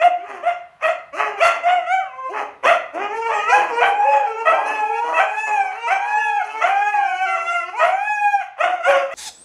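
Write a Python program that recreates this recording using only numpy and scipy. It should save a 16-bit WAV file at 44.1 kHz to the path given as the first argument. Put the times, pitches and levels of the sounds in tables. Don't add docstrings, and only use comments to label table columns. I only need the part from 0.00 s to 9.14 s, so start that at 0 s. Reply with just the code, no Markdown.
import sys
import numpy as np
from scipy import signal
from scipy.fft import rfft, irfft, next_fast_len
from scipy.io import wavfile
from scipy.ndimage import uniform_filter1d, minimum_filter1d

SR = 44100
rng = np.random.default_rng(int(sys.argv[2]) if len(sys.argv) > 2 else 0)


def dump_mix(stems):
    frames = np.atleast_2d(stems).T
    limited = np.clip(frames, -1, 1)
    pcm = np.round(limited * 32767).astype(np.int16)
    wavfile.write(sys.argv[1], SR, pcm)


def natural_amplitude(level_db):
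    exponent = np.asarray(level_db, float) / 20
    return 10 ** exponent


N = 403074

# (time [s], pitch [Hz], effort [dB])
CAUGHT_YELPS = [
    [(-.02, 620, -52), (0.001, 610.1, -40), (.02, 674, -29.5), (.034, 708, -40), (.048, 697, -32),
     (.076, 710, -32), (.1, 707, -47.5), (.14, 690, -64)],
    [(.81, 502.2, -31), (.836, 641, -30.5), (.86, 642, -35), (.9, 685, -33), (.935, 681, -41),
     (.965, 702.7, -60)],
    [(2.62, 478.4, -36), (2.65, 509, -28), (2.667, 593.4, -27), (2.68, 683, -26), (2.715, 687.3, -26.5),
     (2.76, 691, -28), (2.8, 695.5, -61)],
    [(.42, 539, -39), (.45, 644, -36), (.47, 695, -33), (.5, 698, -37), (.53, 687, -44), (.57, 681, -53)],
]
# (start [s], length [s], top pitch [Hz], last pitch [Hz], effort [dB])
SHORT_YELPS = [
    (1.39, 0.15, 686, 683.7, -22),
]
# (time [s], pitch [Hz], effort [dB])
WHIMPERS = [
    [(1.62, 624, -36.5), (1.664, 699, -30.5), (1.73, 736, -31.5), (1.87, 626, -49)],
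    [(1.85, 625, -36), (1.938, 769.7, -26), (1.984, 755, -33.5), (2.06, 535, -42)],
    [(2.04, 594, -39), (2.108, 509, -47.5), (2.2, 523.5, -34.5), (2.266, 523.5, -27.5), (2.34, 508.7, -44)],
    [(3.28, 506.4, -64), (3.332, 621.7, -41), (3.37, 628, -33.5), (3.43, 609.7, -34), (3.49, 667, -23),
     (3.52, 708, -25), (3.54, 830.3, -18.5), (3.6, 831, -29), (3.66, 823, -46)],
]
# (time [s], pitch [Hz], effort [dB])
ARCHED_HOWLS = [
    [(3.79, 540, -21), (3.812, 650.5, -32.5), (3.826, 756.2, -32), (3.902, 793.4, -46), (3.982, 821, -44),
     (4.098, 850, -32), (4.2, 832, -41), (4.3, 765, -44.5)],
    [(4.44, 619.6, -29), (4.47, 641.8, -24.5), (4.515, 652, -22.5), (4.535, 776.6, -29), (4.62, 818.5, -38),
     (4.722, 867.6, -31), (4.924, 824.3, -42.5), (5.02, 855.6, -42)],
    [(5.125, 580.8, -34), (5.145, 651, -33.5), (5.19, 649.7, -31), (5.205, 771, -28.5),
     (5.27, 822.5, -39.5), (5.442, 870, -28.5), (5.546, 838, -32), (5.608, 786.3, -34.5),
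     (5.73, 748, -42.5)],
    [(5.865, 583.7, -16), (5.88, 665.6, -22.5), (5.9, 673.5, -28), (5.912, 765, -24.5), (6.0, 795, -37),
     (6.1, 838.7, -30.5), (6.212, 859, -27.5), (6.382, 817, -32), (6.44, 666, -29.5)],
    [(7.79, 605.5, -28), (7.824, 640.7, -29.5), (7.87, 722, -34.5), (7.96, 775, -36.5),
     (8.074, 847.8, -28.5), (8.2, 829, -30), (8.32, 814, -28.5), (8.4, 782, -38.5), (8.44, 644, -34)],
]
# (time [s], pitch [Hz], effort [dB])
LONG_HOWL = [
    (6.6, 532.7, -34),
    (6.62, 664.2, -24.5),
    (6.7, 781.6, -34.5),
    (6.93, 847.5, -29),
    (7.15, 730.4, -32.5),
    (7.252, 769.6, -26.5),
    (7.266, 687.7, -28.5),
    (7.42, 674, -28.5),
    (7.55, 699.7, -24),
    (7.66, 660, -34),
]
# (time [s], pitch [Hz], effort [dB])
LAST_YAPS = [
    [(8.58, 499, -46), (8.61, 636.6, -24.5), (8.64, 711.5, -27.5), (8.69, 719.5, -38), (8.75, 739.6, -34.5),
     (8.8, 687.8, -45.5), (8.83, 668, -17)],
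    [(8.81, 674.6, -46), (8.85, 685.7, -22.5), (8.875, 735.6, -21), (8.895, 823, -26.5), (8.94, 713, -25.5),
     (9.03, 676.7, -42.5), (9.1, 613, -47), (9.14, 685.5, -21)],
]
# (start [s], length [s], top pitch [Hz], last pitch [Hz], effort [dB])
GRUNTS = [
    (1.52, .32, 440, 380.6, -45.5),
    (8.84, 0.28, 562.9, 521, -23),
]
# (time [s], pitch [Hz], effort [dB])
SNARLS = [
    [(.15, 279.2, -51), (.21, 371.5, -41.5), (.27, 413, -49), (.33, 397.4, -40.5), (.38, 348, -38.5),
     (.43, 335, -53)],
    [(1.12, 270, -16), (1.145, 289.7, -26.5), (1.185, 415, -27.5), (1.22, 437.1, -21.5), (1.28, 414.7, -30),
     (1.36, 401, -33), (1.41, 392.5, -27.5)],
    [(2.27, 272.3, -36), (2.3, 330.5, -34.5), (2.33, 419.7, -31.5), (2.38, 434, -31), (2.43, 400.2, -31.5),
     (2.5, 383.9, -53), (2.56, 379.7, -48)],
]
# (time [s], pitch [Hz], effort [dB])
RISING_HOWLS = [
    [(2.92, 270.2, -27), (2.97, 344, -28), (3.02, 409.4, -23), (3.1, 414, -28.5), (3.15, 452.7, -25.5),
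     (3.28, 460.5, -19), (3.33, 427.5, -24), (3.4, 405.4, -24), (3.47, 419.5, -30)],
    [(3.44, 415.8, -48), (3.5, 485.7, -16), (3.56, 505, -18), (3.66, 511.7, -42.5), (3.705, 488.8, -29),
     (3.73, 458.6, -24.5), (3.83, 487.5, -21.5), (3.9, 451.6, -43.5), (4.0, 414, -39)],
    [(4.0, 410.3, -27.5), (4.06, 547.8, -35), (4.19, 566.4, -48.5), (4.27, 453.2, -32.5),
     (4.35, 443.6, -35), (4.41, 459, -22.5), (4.47, 444.8, -38)],
    [(4.45, 447.6, -27), (4.6, 449.4, -26), (4.75, 436.3, -32), (4.85, 437, -32.5), (4.97, 457.7, -24),
     (5.07, 478, -21.5), (5.17, 488.1, -24), (5.26, 425.7, -37.5), (5.42, 434.2, -20.5)],
]
SINKING_HOWLS = [
    [(5.45, 432.2, -12), (5.52, 412.8, -28), (5.732, 413.5, -39.5), (5.778, 455, -34.5), (5.87, 473, -17.5),
     (5.924, 432, -45), (6.058, 481.8, -25.5), (6.47, 425, -32), (6.62, 448.4, -26)],
    [(6.68, 406.6, -32.5), (6.91, 419.6, -32), (6.94, 390, -29), (7.03, 352.9, -29.5), (7.3, 379.6, -30),
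     (7.526, 374.9, -40.5), (7.606, 343, -41), (7.722, 369.4, -30.5), (7.78, 494.2, -19.5),
     (7.9, 479.6, -28)],
]
# (time [s], pitch [Hz], effort [dB])
HUM = [
    (7.88, 384.7, -45),
    (7.93, 372, -43),
    (8.0, 362.3, -56),
    (8.06, 362, -58),
]

HIGH_ROUGHNESS = [.8, 2.8, 3., .8, 2.2, .9, .5, .4, 1.2, 1.5, .7, .55, .45, .13, .4, 1.4, 1.]
LOW_ROUGHNESS = [2., 1., 1.2, 1., 1.2, .7, .9, .9, .7, .7, .7, .6]
# (start [s], end [s], depth [1])
HIGH_GROWLS = [(0.091, 0.084, 0.076), (0.816, 0.89, 0.17), (1.449, 1.58, 0.18), (1.688, 1.84, 0.069),
               (2.622, 2.7, 0.5), (3.542, 3.75, 0.31), (3.826, 4.44, 0.099), (4.485, 4.82, 0.24),
               (5.195, 5.26, 0.13), (5.904, 5.957, 0.079), (6.63, 6.68, 0.13), (7.84, 7.48, 0.97),
               (8.61, 8.78, 0.13), (8.858, 9.6, 0.15)]
LOW_GROWLS = [(0.255, 0.415, 0.52), (1.202, 1.346, 0.14), (1.524, 1.832, 2.44), (2.351, 2.56, 0.99),
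              (2.915, 3.08, 0.54), (3.327, 3.468, 0.4), (3.588, 3.714, 1.03), (3.898, 4.038, 0.61),
              (4.426, 4.767, 0.78), (5.039, 5.165, 0.77), (5.431, 5.758, 0.45), (6.032, 6.2, 0.24),
              (6.413, 6.596, 0.14), (6.935, 7.063, 0.074), (7.378, 7.574, 0.26), (8.901, 8.981, 0.13)]
HIGH_CLOSED = [16, 9, 6, 12, 6, 9, 2, -6.5, -3.5, 8.5, 3, 0, 7, -0.5, -3.5, 5.5, -8.5]
LOW_CLOSED = [-2.5, -2, 9, 2, 6.5, 2.5, 7, -1, 2, -5, -12, 3]
# (pitch [Hz], level over the effort [dB])
HIGH_FIRST = [(520, -4.5), (640, -4.5), (700, 3), (780, 11.5), (825, 11), (870, 0.5)]
LOW_FIRST = [(300, -14), (400, -8), (450, -8), (490, -11), (570, 17)]
# (frequency [Hz], level [dB])
HIGH_MOUTH = [(1800, 10.5), (2600, 8.5), (3300, -9), (3900, -23), (4600, -24.5), (6200, -16), (8500, -25),
              (11500, -29.5)]
LOW_MOUTH = [(1000, 2), (1300, -2.5), (1800, -8), (2600, -2.5), (3200, -21), (3900, -32.5), (6000, -28.5),
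             (11500, -51.5)]
# (time [s], level [dB])
HIGH_MUZZLE = [(3.3, -33), (3.57, 3), (3.839, 3.5), (3.952, 2.5), (4.3, -5), (4.5, -11), (4.92, 9),
               (5.02, -8), (5.27, -6), (5.56, 5.5), (5.9, -10), (6.38, -10), (6.65, 3.5), (7.2, 2),
               (7.41, -9.5), (7.831, 11), (8.07, -6), (8.31, 0.5)]
LOW_MUZZLE = [(2.4, -13), (3.0, 3), (3.192, -1), (3.5, -8), (3.8, 7.5), (4.15, 9.5), (4.36, 14),
              (4.55, -17.5), (4.85, 8), (5.1, -7), (5.45, -7), (5.75, 2), (5.92, -5.5), (6.1, -7), (6.6, 6),
              (6.8, 8), (7.101, 2), (7.7, 15.5)]
# (time [s], level [dB])
HIGH_GAPE = [(1.901, 1), (2.1, -8.5), (2.3, -19.5), (3.3, 16.5), (3.5, -5.5), (3.9, 4), (4.2, 4), (4.5, -3),
             (4.9, 4), (5.3, 2), (5.7, 2.5), (6.2, -2.3), (6.8, -4.5), (7.3, -3), (7.6, -3), (8.1, -1.5),
             (8.65, -3), (9.0, -9)]
LOW_GAPE = [(.3, 7), (1.15, 6.5), (1.3, -2), (2.35, 2), (3.0, 0.5), (3.201, -4.5), (3.5, 12), (3.8, -5.5),
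            (4.35, -6), (4.6, -16), (4.9, -8), (5.3, -6), (5.8, 1.5), (6.3, -4.5), (6.9, -0.5), (7.4, -1),
            (7.77, -3.5), (9.0, -3)]

# (time [s], peak level [dB], length [s])
BARKS = [(.0094, -9.5, 0.03), (0.195, -15, 0.19), (0.417, -17, 0.12), (0.79, -5.5, 0.11),
         (1.132, -2.5, 0.15), (1.364, -2.5, 0.15), (1.648, -12, 0.073), (2.308, -2.5, 0.11),
         (2.623, 1, 0.086), (2.908, -10, 0.16), (3.266, -5.5, 0.084), (3.47, -7.5, 0.25), (3.801, 2, 0.065),
         (4.045, -16, 0.2), (4.438, -1.5, 0.083), (4.634, -20, 0.082), (5, -4.5, 0.2), (5.151, -4, 0.082),
         (5.426, -25, 0.14), (5.691, -18, 0.095), (5.86, -4.5, 0.1), (6.373, -26, 0.17),
         (6.575, -1.5, 0.12), (6.928, -32, 0.076), (7.334, -16, 0.061), (7.7746, 1, .11),
         (8.371, -41, 0.085), (8.559, -3.5, .13), (8.826, -6, 0.15), (9.087, -15, 0.12)]
BURST_HISS = [-44, -54, -89, -46, -63, -31.5, -59, -58.5, -34, -59, -58, -44.5, -51, -68, -52.5, -41.5, -45,
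              -59, -64, -50.5, -42.5, -49, -39.5, -74, -51, -42.5, -52, -46, -37, -42]
BURST_BRIGHT = [7, -6.5, 2.5, 0, -4, 3.5, 5.5, -12.5, 2, -3, -5.5, -17, -0.5, 2, -7.3, -21, -17, -3, 3, 1,
                -1.5, -3, -4, -1, -3, -6, 25, -2.5, -1, 4]
# (frequency [Hz], width [Hz], level [dB])
THROAT = [(668, 102, 3.5), (1184, 262, 1), (1930, 188, -0.5), (2538, 165, -1.5), (3310, 640, -12.5)]
# (frequency [Hz], density [dB per Hz])
HISS = [(2120, -54.5), (3600, -26.5), (3940, 12.5), (4370, 3.5), (4880, 1), (6290, 10), (7330, 0),
        (12100, -3), (15700, -60), (22000, -120)]
# (time [s], level [dB], length [s])
LUNGES = [(.0094, -37, 0.07), (0.44, -50, 0.088), (0.81, -40, 0.098), (1.402, -30.5, 0.1),
          (2.602, -34, 0.15), (3.3, -60, 0.11), (3.494, -48, 0.19), (3.802, -37.5, 0.13),
          (5.88, -41, 0.067), (6.616, -44, 0.13), (7.787, -38.5, 0.14), (8.843, -35, 0.093)]
# (time [s], length [s], first frequency [Hz], last frequency [Hz], level [dB])
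NOSE = [
    (1.41, .09, 4650, 4150, -31),
    (2.64, .08, 4350, 4200, -40),
    (.84, .07, 4400, 4300, -47),
    (1.67, .07, 4350, 4300, -48),
]
# (time [s], frequency [Hz])
POCKET = [(.15, 3800), (.9, 3860), (1.2, 3480), (1.36, 3560), (1.43, 4066), (2.1, 4070), (2.3, 3477),
          (2.45, 3700), (3.0, 4000), (3.45, 3632), (4.4, 3640), (5.1, 3730), (5.74, 3506), (6.2, 3713),
          (7.0, 3653), (7.7, 3694), (8.4, 3625), (8.7, 4037)]
# (frequency [Hz], time [s])
ROOM_T60 = [(200, 0.72), (700, 0.45), (2500, 0.43), (6000, 0.35), (11000, 0.24)]
# (middle [s], level [dB], spread [s])
SHUFFLES = [
    (1., -67.5, 0.93),
    (2.5, -68.5, 0.62),
    (3.45, -63, 0.57),
    (4.7, -71, 0.3),
    (6.7, -81, 0.18),
    (7.8, -74.5, 0.72),
]
# (frequency [Hz], density [dB per Hz])
AIR = [(30, -16), (100, -2.5), (300, -11.5), (1000, 6.5), (3000, -9), (10000, -37)]

SCOOP, RISE_S, ONSET_DB = .27, .035, -1
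HOLD, HOLD_DB, RELEASE_DB = .65, -5, -30
CRACK_ROUGH, CRACK_S = 1.5, .06
GLIDE_S = .02
BRIGHTEN, BRIGHT_FROM_DB = .11, -34.5
HIGH_ORDER, LOW_ORDER = .2, .7
LOW_SMEAR = .65
RASP_SPLIT_HZ = 1380
STREAK_DB = -8.5
HISS_PATCH_DB = 3
BURST_RISE = .7
NOSE_WIDTH_HZ, POCKET_WIDTH_HZ = 81, 440
ROOM_DB, AIR_DB = -5, -57
CREAK_DB = -89
CEILING = .68


def high_dog():
    return voice(high_calls(), HIGH_ROUGHNESS, HIGH_CLOSED, HIGH_FIRST, HIGH_MUZZLE, HIGH_GAPE,
                 HIGH_GROWLS, HIGH_MOUTH, gape_share=1.0, first_share=.92, third_share=.11,
                 third_db=-1.0, upper_db=-1.13, swell_s=.019, breath_db=-35.0, haze_db=2.5,
                 shimmer_db=2.0, blur_db=.4, count=16, order=4)


def low_dog():
    return voice(low_calls(), LOW_ROUGHNESS, LOW_CLOSED, LOW_FIRST, LOW_MUZZLE, LOW_GAPE,
                 LOW_GROWLS, LOW_MOUTH, gape_share=.1, first_share=.8, third_share=.82,
                 third_db=-10.5, upper_db=0, swell_s=.03, breath_db=-29.0, haze_db=2.0,
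                 shimmer_db=2.5, blur_db=1.4, count=19, order=3)


def voice(calls, roughness, closed, first, muzzle, gape, growls, mouth, gape_share, first_share,
          third_share, third_db, upper_db, swell_s, breath_db, haze_db, shimmer_db, blur_db, count, order):
    tremble, shimmer, wander = drift(76.0), natural_amplitude(shimmer_db * drift(22.6)), drift(24.4)
    growl = growl_depth(growls)
    patches_db = 4 * drift(9.9)
    patchwork_db = np.r_[patches_db, patches_db[::-1]]
    flutter = np.r_[shimmer[::-1], shimmer] ** 1.1
    haze = natural_amplitude(haze_db + patches_db[::-1]) * coloured([(1500, -61.5)] + HISS)
    breath = through_throat(rng.standard_normal(N)) + haze
    out = np.zeros(N)
    for rows, rough, closed_db in zip(calls, roughness, closed):
        s, *columns = np.transpose(rows)
        span = slice(max(round(s[0] * SR), 0), min(round(s[-1] * SR), N))
        t = np.arange(span.start, span.stop) / SR
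        hz, effort_db = [np.interp(t, s, c) for c in columns]
        hz = uniform_filter1d(hz, size=round(GLIDE_S * SR), mode="nearest")
        cracked = np.abs(rough) * (1 + CRACK_ROUGH * np.exp(-(t - s[0]) / CRACK_S))
        phase = 2 * np.pi * np.cumsum(hz * (1 + cracked / 100 * tremble[span])) / SR

        moved_db = np.interp(t, *np.transpose(muzzle), left=0, right=0)
        gape_db = np.interp(t, *np.transpose(gape))
        first_partial_db = effort_db + closed_db + at_hz(first, hz) + first_share * moved_db
        third_partial_db = effort_db + third_db + third_share * moved_db + gape_share * gape_db
        third_partial_db = third_partial_db - blur_db * np.abs(np.gradient(hz)) * SR / hz
        bright_db = upper_db + (1 - gape_share) * gape_db + BRIGHTEN * (effort_db - BRIGHT_FROM_DB)
        levels_db = [first_partial_db, effort_db, third_partial_db]
        for k in range(4, count):
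            mouth_db = at_hz(mouth, k * hz) - at_hz(mouth, 3 * hz)
            patch_db = patchwork_db[span.start + k * 9001:span.stop + k * 9001]
            levels_db.append(third_partial_db + bright_db + mouth_db + patch_db)

        tone = 0
        for k, db in enumerate(levels_db):
            own_flutter = flutter[span.start + k * 23003:span.stop + k * 23003]
            tone = tone + natural_amplitude(db) * np.sqrt(2) * np.sin((k + 1) * phase + k * k) * own_flutter
        group = phase / order + wander[span]
        tone = tone * (1 + growl[span] * (np.cos(group) + .71 * np.cos(2 * group)))
        puffs = natural_amplitude(effort_db + breath_db) * np.abs(rough) * breath[span] * (1 + .27 * np.cos(phase))
        fade = np.clip(np.minimum((t - s[0]) / swell_s, (s[-1] - t) / .02), 0, 1) ** 2
        out[span] += (tone * shimmer[span] ** .47 + puffs) * fade
    return out


def growl_depth(growls):
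    points = []
    for start, end, depth in growls:
        full = start + min(.05, (end - start) / 3)
        points += [(start - .02, 0), (full, depth), (end - .02, depth), (end + .02, 0)]
    return np.interp(np.arange(N) / SR, *np.transpose(points)) * natural_amplitude(3.3 * drift(4.66))


def high_calls():
    return CAUGHT_YELPS + short_calls(SHORT_YELPS) + WHIMPERS + ARCHED_HOWLS + [LONG_HOWL] + LAST_YAPS


def low_calls():
    return short_calls(GRUNTS) + SNARLS + RISING_HOWLS + SINKING_HOWLS + [HUM]


def short_calls(rows):
    calls = []
    for s, length, hz, last_hz, db in rows:
        held = s + max(HOLD * length, RISE_S + .01)
        calls.append([(s, hz * (1 - SCOOP), db + ONSET_DB),
                      (s + RISE_S, hz, db),
                      (held, (hz + last_hz) / 2, db + HOLD_DB),
                      (s + length, last_hz, db + RELEASE_DB)])
    return calls


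def barks():
    pitch = barking_pitch()
    slaps = fold_slaps(pitch)
    rasp = through_throat(slaps - slaps.mean())
    muffled = filtered(rasp, 6, 2950)
    rasp = muffled + np.clip(uniform_filter1d(pitch, size=2000) / 150 - 3, 0, 1) * (rasp - muffled)
    bright, dull = filtered(rasp, 2, RASP_SPLIT_HZ, "high"), filtered(rasp, 2, RASP_SPLIT_HZ)
    hiss = teeth_hiss(slaps)
    out = np.zeros(N)
    for (s, peak_db, length), hiss_db, bright_db in zip(BARKS, BURST_HISS, BURST_BRIGHT):
        span, shape = burst(s, length)
        burst_rasp = natural_amplitude(peak_db - 13.5) * (dull[span] - natural_amplitude(bright_db) * bright[span])
        out[span] += shape * (burst_rasp + natural_amplitude(hiss_db) * hiss[span])
    return out * natural_amplitude(2 * drift(20.1))


def barking_pitch():
    t = np.arange(N) / SR
    low = np.array(sorted(sum(low_calls(), [])))
    hz = np.interp(t, low[:, 0], low[:, 1])
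    for s, call_hz, effort_db in map(np.transpose, high_calls()):
        span = slice(max(round(s[0] * SR), 0), round(s[-1] * SR))
        hz[span] = np.interp(t[span], s, call_hz)
    return hz


def fold_slaps(pitch):
    beats = np.floor(np.cumsum(pitch * (1 + .025 * drift(150))) / SR)
    chance = rng.uniform(-1, 1, N)
    low = pitch < 500
    order = np.where(pitch > 500, HIGH_ORDER, LOW_ORDER)
    beat_of_three = beats.astype(int) % 3
    slow = rms_one(uniform_filter1d(chance, size=1500))
    grouped = .6 * slow[(np.arange(N) + beat_of_three * 50021) % N]
    slaps = np.diff(beats, prepend=0) * (.8 + order * grouped + np.sqrt(1 - order ** 2) * chance)
    turbulence = low * LOW_SMEAR * np.sqrt(pitch / SR) * chance[::-1]
    return (slaps + turbulence) / np.where(low, np.hypot(1, LOW_SMEAR), 1)


def teeth_hiss(slaps):
    spectrum = [(1500, -60)] + HISS
    hiss = rms_one(coloured(spectrum) + natural_amplitude(STREAK_DB) * coloured(spectrum, slaps))
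    chance = rng.uniform(-1, 1, N)
    patches = natural_amplitude(HISS_PATCH_DB * rms_one(uniform_filter1d(uniform_filter1d(chance, size=400), size=400)))
    out = 0
    for low_hz in 3000 * 1.3 ** np.arange(7):
        band = filtered(hiss, 2, [low_hz, low_hz * 1.26], "band")
        out = out + np.roll(patches, round(low_hz) * 7) * band
    return out


def through_throat(x):
    out = 0
    for k, (hz, width_hz, db) in enumerate(THROAT):
        r = np.exp(-np.pi * width_hz / SR)
        poles = [1, -2 * r * np.cos(2 * np.pi * hz / SR), r * r]
        out = out + (-1) ** k * natural_amplitude(db) * signal.lfilter([1 - r * r, 0, r * r - 1], poles, x)
    return rms_one(filtered(out, 3, [380, 3300], "band"))


def burst(s, length):
    start = round(s * SR)
    u = np.arange(min(round(.4 * SR), N - start)) / SR / max(length, .02)
    rise = np.sin(np.pi / 2 * np.clip(u / BURST_RISE, 0, 1)) ** 2
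    return slice(start, start + len(u)), rise * np.exp(-u ** 3)


def nose():
    out, wobble = np.zeros(N), drift(NOSE_WIDTH_HZ)
    for s, length, first_hz, last_hz, db in NOSE:
        span, shape = burst(s, length)
        hz = np.interp(np.arange(len(shape)) / SR, [0, 1.2 * length], [first_hz, last_hz])
        whistle = wobble[span] * np.sin(2 * np.pi * np.cumsum(hz) / SR)
        out[span] += natural_amplitude(db) * np.sqrt(shape) * whistle
    return out


def pocket(x):
    out, state, size = np.zeros(N), np.zeros((2, 2)), 1024
    for i in range(0, N, size):
        hz = np.interp(i / SR, *np.transpose(POCKET))
        notch = np.concatenate(signal.iirnotch(hz, hz / POCKET_WIDTH_HZ, fs=SR))
        out[i:i + size], state = signal.sosfilt([notch, notch], x[i:i + size], zi=state)
    return out


def chest_air():
    push = coloured([(20, -5.0), (60, -4.0), (150, -7.0), (300, -15.0)])
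    out = np.zeros(N)
    for s, push_db, length in LUNGES:
        span, shape = burst(s, length)
        out[span] += shape ** 2 * natural_amplitude(push_db) * push[span]
    return out


def living_room(x):
    size = next_fast_len(N + SR // 2, True)
    hz = np.fft.rfftfreq(size, 1 / SR)
    t60 = np.maximum(at_hz(ROOM_T60, hz), .05)
    answer = 0
    for k, lag in enumerate(rng.uniform(.014, .05, 12)):
        loop = natural_amplitude(-60 * lag / t60) * np.exp(-2j * np.pi * hz * lag)
        answer = answer + (-1) ** k * loop / (1 - loop)
    for lag in (.0017, .0049):
        delay = np.exp(-2j * np.pi * hz * lag)
        answer = answer * (delay - .6) / (1 - .6 * delay)
    return irfft(rfft(x, size) * answer, size)[:N] / np.sqrt(12)


def cushions():
    t = np.arange(N) / SR
    busy = natural_amplitude(CREAK_DB)
    for middle, db, spread in SHUFFLES:
        busy = busy + natural_amplitude(db) * np.exp(-((t - middle) / spread) ** 2)
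    thud = coloured([(20, -17.5), (60, 7.5), (200, 4.0), (400, -22.5)])
    return busy * natural_amplitude(.82 * drift(8.6)) * thud


def room_hush():
    return natural_amplitude(AIR_DB) * coloured(AIR)


def coloured(spectrum, source=None):
    size = next_fast_len(N, True)
    gain = natural_amplitude(at_hz(spectrum, np.fft.rfftfreq(size, 1 / SR)))
    if source is None:
        source = rng.standard_normal(size)
    return rms_one(irfft(rfft(source, size) * gain, size)[:N])


def drift(rate_hz):
    return rms_one(filtered(rng.standard_normal(N + SR), 4, rate_hz)[SR:])


def filtered(x, order, hz, kind="low"):
    return signal.sosfilt(signal.butter(order, hz, kind, fs=SR, output="sos"), x)


def at_hz(points, hz):
    point_hz, level = np.transpose(points)
    return np.interp(np.log(hz + 1), np.log(point_hz), level)


def rms_one(x):
    return x / np.sqrt(np.mean(x ** 2) + 1e-20)


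def scene():
    dogs = natural_amplitude(1.5) * high_dog() + natural_amplitude(-3.0) * low_dog() + barks() + nose()
    dogs = filtered(dogs, 5, 270, "high")
    in_room = pocket(dogs + natural_amplitude(ROOM_DB) * living_room(dogs))
    return (in_room + chest_air() + cushions() + room_hush())[None]


def roll_off(x):
    return signal.sosfilt(signal.butter(12, 12260, fs=SR, output="sos"), x)


def record(dry):
    gain = minimum_filter1d(CEILING / np.maximum(np.abs(dry), CEILING), size=90)
    limited = dry * uniform_filter1d(gain, size=90)
    mix = signal.sosfilt(signal.cheby2(10, 50, 12800, fs=SR, output="sos"), limited)
    return roll_off(mix)


dry = scene()
out = record(dry)
dump_mix(out)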